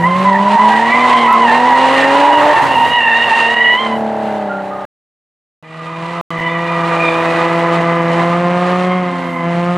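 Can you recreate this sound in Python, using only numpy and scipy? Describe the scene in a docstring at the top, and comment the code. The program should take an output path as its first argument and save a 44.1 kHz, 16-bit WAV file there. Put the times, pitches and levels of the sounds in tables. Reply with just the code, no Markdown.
"""Two cars drift round bends of an open track, one after the other, heard from the grass bank.
First a six-cylinder engine, built from pitched orders, burble and rasp, climbs in revs as its tyres squeal by
sticking and slipping. It lifts off and burbles, with two short tyre chirps, then fades and breaks off to silence.
The second car fades in with nearly steady revs and two squeals. Throughout, shaped noise makes road sound and
wind; a limiter holds loud peaks, there is one tick, and the sound breaks off now and then."""
import sys
import numpy as np
from scipy import signal
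from scipy.fft import rfft, irfft, next_fast_len
from scipy.io import wavfile
from scipy.ndimage import uniform_filter1d, minimum_filter1d

SR = 44100
rng = np.random.default_rng(int(sys.argv[2]) if len(sys.argv) > 2 else 0)


def dump_mix(stems):
    """Bounce the given channels to the path in sys.argv[1] as a 16-bit WAV at rate SR."""
    frames = np.atleast_2d(stems).T  # one column per channel
    limited = np.clip(frames, -1, 1)  # hard clip at full scale
    pcm = np.round(limited * 32767).astype(np.int16)
    wavfile.write(sys.argv[1], SR, pcm)


def field_ratio(decibels):
    """Amplitude ratio for a level in dB (20 dB per decade); scalars and array-likes work."""
    return 10 ** (np.asarray(decibels, dtype=float) / 20)


N = 430857

# Wind and road noise spectra, each set to unit loudness before use: [f/Hz, level/dB per Hz]
WIND_SPECTRUM = [(20, -11.5), (45, -12), (80, -2), (130, -11), (250, -44)]
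RUMBLE_SPECTRUM = [(55, -30), (85, -6), (130, 0), (200, -5), (300, -9), (450, -16), (700, -35)]
SCRUB_SPECTRUM = [(150, -23.5), (300, -5.5), (450, -2), (700, 2), (1050, 3.5), (1450, -4.5), (2000, -1.5),
                  (2600, -26.5), (4000, -53.5)]
HISS_SPECTRUM = [(1350, -29.5), (2300, -1), (2830, 0), (3330, -5.5), (4010, -7), (5270, -17.5),
                 (8340, -20.5), (10600, -27.5), (13500, -44)]
# How alike left and right are, 1 for the same and -1 for opposed: [f/Hz, likeness]
STEREO_LIKENESS = [(130, 0.21), (500, 0.84), (2500, 0.91), (4500, .8), (12000, 0.91)]
# Low swells of wind and rumble: [peak t/s, half length/s, added wind level/dB, added rumble level/dB]
LOW_SWELLS = [(0.024, 0.16, 9, 14), (0.226, 0.27, 18, 13.5), (1.23, .12, 8, -4), (2.376, 0.17, 18, 16),
              (2.656, 0.3, 19.5, 20.5), (2.871, 0.17, 11.5, 11), (3.29, .1, 8.5, 15.5), (3.979, .12, 18, 1),
              (7.24, .2, -1, 4), (9.3, 0.22, -1, 4), (9.78, 0.086, 16.5, 6)]
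# Rolling and sliding tread: [t/s, scrub level/dB, hiss level/dB]
TREAD_LEVELS = [(0, -30.5, -45), (.45, -31, -44), (1.1, -27, -37), (1.55, -26.5, -40), (2.0, -23, -36),
                (2.5, -21, -38), (2.95, -29, -40), (3.25, -28, -39), (3.85, -32, -46), (4.0, -40, -52.5),
                (4.85, -37, -54), (5.64, -31, -43), (6.1, -30, -42), (6.6, -31, -44), (7.2, -27, -42.5),
                (7.8, -30, -48), (8.45, -31, -47), (8.8, -31, -45), (9.25, -35.5, -52), (9.77, -39, -51)]
WIND_DB, RUMBLE_DB = -61, -51  # between swells

# Engine runs: [t/s, firing rate f/Hz, order 1 level/dB, upper orders level/dB, cylinder unevenness level/dB]
FIRST_CLIMB = [(0, 169, -17, -24, -28.5), (.19, 188, -17, -24, -38.5), (.54, 207, -16, -24, -34),
               (.77, 221, -21, -25, -25.5), (1.05, 247, -22.5, -24, -22), (1.35, 228, -19.5, -22, -25),
               (1.73, 255.5, -21.5, -22, -22), (2.12, 276.9, -19.5, -19, -21.5),
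               (2.31, 292, -17.5, -19, -26), (2.53, 300, -23.5, -18, -23)]
FIRST_LIFT_OFF = [(2.63, 281, -28, -33, -25), (2.7, 277, -29, -29, -23), (2.77, 253, -27, -33, -25),
                  (2.95, 245, -33, -28, -23), (3.13, 234, -30, -28, -25), (3.27, 237, -32, -27, -24),
                  (3.58, 229, -31, -24, -24), (3.77, 222, -30, -29, -25), (3.95, 222.3, -20.5, -24, -18.5),
                  (4.27, 215.2, -24, -27, -19), (4.45, 205, -25, -29, -20.5),
                  (4.54, 195.7, -27, -27, -21.5), (4.85, 196.5, -32.5, -29, -21)]
SECOND_HOLD = [(5.62, 158.7, -21, -27.5, -39), (6.0, 165.2, -18.5, -23.5, -47),
               (6.14, 171.6, -21, -24.5, -48.5), (6.38, 165, -20.5, -25, -39),
               (6.63, 169.5, -21.5, -24, -51), (6.88, 167.8, -21.5, -23.5, -53), (7.13, 166, -27, -21, -45),
               (7.63, 168.7, -21, -20, -45), (8.13, 168.5, -17.5, -21.5, -36),
               (8.63, 178.5, -17.5, -21, -43), (8.95, 182.5, -16, -22.5, -46),
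               (9.13, 176.3, -22.5, -28.5, -32), (9.36, 170.2, -27.5, -31, -30),
               (9.46, 170.1, -18.5, -23.5, -34), (9.77, 177.4, -16, -24, -57)]
# Multiples of the firing rate: [order, level/dB against the upper orders level]
FIRST_UPPER_ORDERS = [(2, 6), (3, 2.5), (4, -11), (5, -6.5)]
SECOND_UPPER_ORDERS = [(2, -2), (3, 0), (4, -1), (5, -9), (6, -6), (7, -9), (8, -14), (9, -16), (10, -15),
                       (11, -17), (12, -16), (13, -19), (14, -21), (15, -23), (16, -24), (17, -26),
                       (18, -28)]
# Exhaust pipe resonances that colour the burble: [f/Hz, width/Hz, level/dB]
PIPE_RESONANCES = [(140, 90, -14), (360, 80, -10), (480, 60, -7), (600, 110, 0), (750, 110, 1),
                   (1300, 500, -17)]
# Colour of the first car's upper orders: [f/Hz, level/dB]
TAILPIPE_COLOUR = [(330, -14.5), (420, -11.5), (490, -7), (570, -1.5), (620, -2.5), (680, -6), (780, -8),
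                   (900, -7.5)]
# Brief dips of the first car's drone: [t/s, half length/s, level/dB]
DRONE_DIPS = [(.576, .022, -24), (.93, .015, -10), (1.325, .015, -12), (2.61, .015, -12), (2.95, .02, -14),
              (3.045, .012, -16), (3.345, .016, -20), (3.555, .012, -14), (3.78, .015, -10)]

# Tyre squeals before each one's trim: [t/s, slip rate f/Hz, partial 1 level/dB, partial 2 level/dB, ..]
FIRST_CAR_SQUEAL = [(0.0, 997, -22, -35.5, -49.5), (0.04, 960, -17.5, -24, -43),
                    (0.07, 1041, -14, -23, -39.5), (0.23, 1062, -18.5, -32, -56),
                    (0.36, 950, -11, -15, -51), (0.42, 1000, -14, -35.5, -38.5),
                    (0.57, 918, -13, -25.5, -48.5), (0.6, 991, -9.5, -23, -34.5),
                    (0.87, 950, -16.5, -21.5, -34), (0.96, 1018, -15, -17.5, -40),
                    (1.13, 1005, -8.5, -23, -26.5), (1.23, 1035, -11, -18.5, -26),
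                    (1.28, 984, -7.5, -18, -36), (1.4, 1025, -12.5, -26, -37.5),
                    (1.5, 900.5, -13.5, -17, -24), (1.65, 975, -10.5, -22, -37),
                    (1.78, 929, -8.5, -21.5, -27.5), (1.91, 979, -15.5, -22.5, -29.5),
                    (2.03, 889, -19.5, -15, -24.5), (2.16, 967, -10.5, -25, -28.5),
                    (2.37, 941.4, -9, -21.5, -22.5), (2.48, 892, -17.5, -31, -39),
                    (2.58, 902, -14.5, -19, -22.5), (2.65, 973, -14.5, -32.5, -58),
                    (2.69, 912, -13.5, -26.5, -31), (2.95, 963, -17, -18.5, -18.5),
                    (3.06, 913, -16, -14.5, -20.5), (3.25, 945.8, -21.5, -18.5, -18),
                    (3.33, 913, -16, -19.5, -21), (3.7, 970, -24.5, -12, -22.5),
                    (3.83, 1046, -19.5, -23.5, -25.5), (3.97, 993, -30.5, -31, -39)]
SECOND_CAR_SQUEAL = [(5.64, 966.4, -36, -18.5), (6.0, 978.7, -11.5, -25), (6.2, 1005, -16, -25),
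                     (6.4, 993, -19.5, -12), (6.7, 974, -16.5, -18.5), (7.17, 938.6, -28, -29.5),
                     (7.34, 996, -23, -21.5), (8.23, 1018, -20.5, -23.5), (8.42, 1031, -19.5, -41),
                     (8.64, 1028, -32, -48), (8.85, 1055, -24.5, -27), (9.45, 1030, -25, -27.5),
                     (9.77, 1046, -36, -35.5)]
SECOND_CAR_HIGHER_SQUEAL = [(5.64, 1220, -17, -27), (6.03, 1200, -19.5, -28), (6.3, 1190, -8.5, -31),
                            (6.4, 1190, -21.5, -22), (6.75, 1195, -19, -29), (6.96, 1205, -15, -22),
                            (7.08, 1215, -25, -16.5), (7.4, 1240, -19.5, -27.5), (7.9, 1200, -24.5, -35),
                            (8.33, 1210, -24, -45), (9.62, 1228, -35, -60), (9.77, 1230, -26.5, -49)]
# Pitch spread between the first car's tread patches: [t/s, spread/share of the pitch]
PATCH_SPREAD = [(0, .015), (.45, .03), (.7, .08), (2.1, .09), (2.6, .06), (2.85, .01), (3.97, .008)]
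# Short tyre chirps: [start t/s, length/s, f/Hz, level/dB]
TYRE_CHIRPS = [(4.499, .1, 1400, -21.5), (4.714, .13, 1220, -22.5)]

# Breaks in the sound: [from t/s, to t/s, level left/dB]
SOUND_BREAKS = [(4.852, 5.626, -200), (6.212, 6.305, -200), (6.383, 6.3865, -20), (6.402, 6.406, -20)]


def rms_one(x):
    """Scales a signal to an rms (average loudness) of 1."""
    return x / np.sqrt(np.mean(np.abs(x) ** 2) + 1e-20)


def in_time(rows):
    """Joins table points with straight lines, giving each column one value a sample."""
    s, *columns = np.transpose(rows)
    return [np.interp(np.arange(N) / SR, s, column) for column in columns]


def sounding(rows, edge_s=0.01):
    """Gate that is open while the table lasts, with short ramps at its ends."""
    start, end = rows[0][0], rows[-1][0]
    return np.interp(np.arange(N) / SR, [start - edge_s, start, end, end + edge_s], [0, 1, 1, 0])


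def swell(peak_s, half_s):
    """Triangle that rises to 1 and falls again."""
    return np.interp(np.arange(N) / SR, [peak_s - half_s, peak_s, peak_s + half_s], [0, 1, 0])


def drift(rate_hz):
    """Smooth chance wander of spread 1: noise through two equal low-pass stages."""
    r = np.exp(-40 * np.pi * rate_hz / SR)  # runs at every 20th sample
    noise = rng.standard_normal(N // 20 + 2002)
    slow = signal.lfilter([1], [1, -2 * r, r * r], noise)[2000:]  # skip the filter's start
    return np.interp(np.arange(N) / 20, np.arange(len(slow)), rms_one(slow))


def steps(per_s):
    """Chance values of spread about 1, each held for an uneven while, with softened jumps."""
    held = np.cumsum(rng.random(N) < per_s / SR)
    return uniform_filter1d(rng.standard_normal(N // 100)[held], size=200)


def at_hz(points, hz):
    """Reads a spectrum on a log-frequency axis."""
    point_hz, values = np.array(points)[:, 0], np.array(points)[:, 1]
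    return np.interp(np.log(np.maximum(hz, 1)), np.log(point_hz), values)


def resonance(x, hz, width_hz):
    """Rings at one pitch, as a pipe does: a two-pole filter with gain 1 at its top."""
    r = np.exp(-np.pi * width_hz / SR)
    ringing = [1, -2 * r * np.cos(2 * np.pi * hz / SR), r * r]
    return signal.lfilter([(1 - r * r) / 2, 0, (r * r - 1) / 2], ringing, x)


def coloured(spectrum, low_hz, high_hz, likeness=STEREO_LIKENESS):
    """Stereo noise of a given spectrum and likeness, with rms 1 between low and high."""
    size = next_fast_len(N)
    hz = np.arange(size // 2 + 1) * SR / size
    shape = field_ratio(at_hz(spectrum, hz)) * (hz > 10) * (hz < 14000)
    mid, side = rfft(rng.standard_normal((2, size))) * shape
    alike = np.clip(at_hz(likeness, hz), -1, 1)
    # the side noise enters left and right with opposite signs
    pair = np.sqrt(1 + alike) * mid + np.sqrt(1 - alike) * side * np.array([[1], [-1]])
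    band = (hz > low_hz) & (hz < high_hz)
    power = 2 * np.sum(np.abs(pair[0, band]) ** 2) / size ** 2
    return irfft(pair, size)[:, :N] / np.sqrt(power)


def balance(left_db):
    """Left and right gains that differ by left_db; a negative value leans to the right."""
    return field_ratio(np.array([[left_db / 2], [-left_db / 2]]))


def wind():
    """Light wind on the microphone ports: lumpy low noise, opposed in the two channels."""
    gust_db = WIND_DB + sum(db * swell(s, half) for s, half, db, _ in LOW_SWELLS)
    noise = coloured(WIND_SPECTRUM, 25, 94, likeness=[(30, -1.9), (200, -0.6)])
    return field_ratio(gust_db + 4 * drift(5)) * noise


def road_noise():
    """Low rumble, tread scrubbing on tarmac and fine hiss, each flickering in level."""
    scrub_db, hiss_db = in_time(TREAD_LEVELS)
    rumble_db = RUMBLE_DB + sum(db * swell(s, half) for s, half, _, db in LOW_SWELLS)
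    shared = drift(4.0)  # scrub and hiss wander together
    rumble = field_ratio(rumble_db + 4 * drift(5)) * coloured(RUMBLE_SPECTRUM, 80, 140)
    scrub = field_ratio(scrub_db + 1.6 * shared + 1.523 * drift(100)) * coloured(SCRUB_SPECTRUM, 1197, 1786)
    hiss = field_ratio(hiss_db + 1.9 * shared + 1.4 * drift(90)) * coloured(HISS_SPECTRUM, 4560, 11000)
    return rumble + scrub + hiss


def ground_echo(x):
    """A bounce off bank and tarmac reaches the two sides at different times."""
    lags = (np.array([.0071, .0113]) * SR).astype(int)  # left and right delay in s
    return np.array([np.concatenate([np.zeros(lag), x[:-lag]]) for lag in lags])


def exhaust_burble(firings):
    """Unequal cylinders make a pressure pattern that repeats every six firings and rings in the pipe."""
    # lines lie at every sixth of the firing rate; higher ones come later, so each cycle chirps up
    delay_phase = rng.normal(0, .5, 60) - .07 * np.pi * np.arange(60) ** 2
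    lines = field_ratio(rng.normal(0, 2.5, 60)) * np.exp(1j * delay_phase)
    pattern = np.interp(firings / 6 % 1, np.linspace(0, 1, 2048), irfft(lines, 2048))
    burble = sum(field_ratio(db) * resonance(resonance(pattern, hz, width), hz, width * 2)
                 for hz, width, db in PIPE_RESONANCES)
    return rms_one(burble)


def exhaust_rasp(firings):
    """Gas jets out after each firing: bursts of noise that die away, softened by two resonances."""
    puffs = rng.standard_normal(N) * np.exp(-8 * (firings % 1))
    return rms_one(resonance(resonance(puffs, 2200, 1500), 1800, 3000))


def engine(rows, upper, rasp_db, half_db, burble_db, colour=((1, 0), (2, 0)), unsteady=.003, flutter_db=1.5):
    """Even firings give clean orders that form a saw-like pulse; burble and rasp are added."""
    hz, first_db, upper_db, uneven_db = in_time(rows)
    firings = np.cumsum(hz * (1 + unsteady * drift(25))) / SR
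    orders = [(1, first_db), (1.5, uneven_db + half_db)]
    orders += [(k, upper_db + db + at_hz(colour, k * hz)) for k, db in upper]
    flutters = [field_ratio(flutter_db * drift(34)) for _ in range(4)]  # shared out among the orders
    tones = 0
    for i, (k, db) in enumerate(orders):
        lead = 1.1 * (k > 1)  # radians; makes a sharp suck before each pulse
        tones = tones + field_ratio(db) * flutters[i % 4] * np.sin(2 * np.pi * k * firings - lead)
    burble = field_ratio(uneven_db + burble_db) * exhaust_burble(firings)
    rasp = field_ratio(upper_db + rasp_db) * exhaust_rasp(firings)
    return sounding(rows) * (np.sqrt(2) * tones + burble + rasp)


def chirps(attack_s=.015, sag_db=-6, faint_db=-30):
    """Each tyre chirp bites at once, sags and lets go; it is nearly a pure tone."""
    rows = []
    for s, length, hz, db in TYRE_CHIRPS:
        end = s + length
        points = ((s - attack_s, db - 27.5), (s, db), (end, db + sag_db), (end + attack_s * 2, db - 28))
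        rows += [(t, hz, level, level + faint_db) for t, level in points]
    return squeal(rows, [], split=.008, wobble=.005, rough=.2, throb_db=1.5, flicker_db=0, trim_db=0)


def squeal(rows, upper_db, split, wobble, rough, throb_db, flicker_db, trim_db):
    """Rubber sticks and slips: one patch sings the pitch, two more jump about it; irregular grip blurs them."""
    hz, *levels = in_time(rows)
    all_levels = levels + [levels[-1] + db for db in upper_db]
    gains = [field_ratio(db + flicker_db * drift(9)) for db in all_levels]
    patches = (0, 0), (split * steps(22), -5.5), (split * steps(30), -8)  # pitch offset as a share, dB
    out = 0
    for offset, patch_db in patches:
        turns = np.cumsum(hz * (1 + offset + wobble * (drift(50.1) + steps(30)))) / SR
        grip = np.sqrt(1 - rough) + np.sqrt(rough / 2) * (drift(150) + 1j * drift(100))
        slips = np.exp(2j * np.pi * turns)
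        partials = 0
        for gain in gains[::-1]:  # partial k turns k times as fast
            partials = (partials + gain) * slips
        throb = field_ratio(trim_db + patch_db + throb_db * drift(9.2))
        out = out + throb * np.real(grip * partials)
    return sounding(rows) * out


def scene():
    """Engines in the centre, tyres and road noise a little to the right, with wind and a ground echo."""
    first = engine(FIRST_CLIMB, FIRST_UPPER_ORDERS, rasp_db=-21, half_db=-10.5, burble_db=1.5,
                   colour=TAILPIPE_COLOUR)
    first += engine(FIRST_LIFT_OFF, FIRST_UPPER_ORDERS, rasp_db=-33, half_db=-18, burble_db=-1,
                    colour=TAILPIPE_COLOUR, unsteady=0.0023)
    second = engine(SECOND_HOLD, SECOND_UPPER_ORDERS, rasp_db=-18.5, half_db=1.5, burble_db=-11.5,
                    unsteady=.002)
    dips = field_ratio(sum(db * swell(s, half) for s, half, db in DRONE_DIPS))
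    engines = first * dips + second

    tyres = squeal(FIRST_CAR_SQUEAL, [-19], in_time(PATCH_SPREAD)[0], wobble=.009, rough=.13,
                   throb_db=1.5, flicker_db=2, trim_db=3)
    tyres += chirps()
    tyres += squeal(SECOND_CAR_SQUEAL, [-15], split=.03, wobble=.006, rough=.15,
                    throb_db=2.5, flicker_db=1.5, trim_db=-4)
    tyres += squeal(SECOND_CAR_HIGHER_SQUEAL, [-16], split=.03, wobble=.009, rough=.2,
                    throb_db=3, flicker_db=2.5, trim_db=-4)

    road = road_noise() * dips ** .3 * balance(-1.5)  # dips less deeply than the drone
    echo = field_ratio(-24.5) * ground_echo(engines + tyres)
    return engines + tyres * balance(-2) + road + echo + wind()


def limiter(x, limit=1.05):
    """Gain control looks 3 ms ahead and eases the loudest moments down towards the limit."""
    needed = np.minimum(1, limit / (np.abs(x).max(axis=0) + 1e-9))
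    return x * uniform_filter1d(minimum_filter1d(needed, size=260), size=300)


def band_limit(x):
    """A steep low-pass at the top of the band."""
    return signal.sosfilt(signal.butter(12, 15750, fs=SR, output="sos"), x)


def record(dry):
    """Dulls the top, limits peaks, adds one tick, fades out and in, and breaks the sound off abruptly."""
    dull = signal.sosfilt(signal.butter(2, 11000, fs=SR, output="sos"), dry)
    out = np.clip(limiter(dull), -1, 1)  # what the limiter lets through overloads slightly
    out[:, round(1.3285 * SR)] += field_ratio(-8)  # the tick is a single sample
    fade_out_s, silent_s, fade_in_s = 4.38, 5.496, 7.07  # slide starts, reaches nothing, is back in full
    out *= np.interp(np.arange(N) / SR, [fade_out_s, silent_s, fade_in_s], [1, 0, 1])
    for start, end, left_db in SOUND_BREAKS:
        out[:, round(start * SR):round(end * SR)] *= field_ratio(left_db)
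    return band_limit(out)


dry = scene()
out = record(dry)
dump_mix(out)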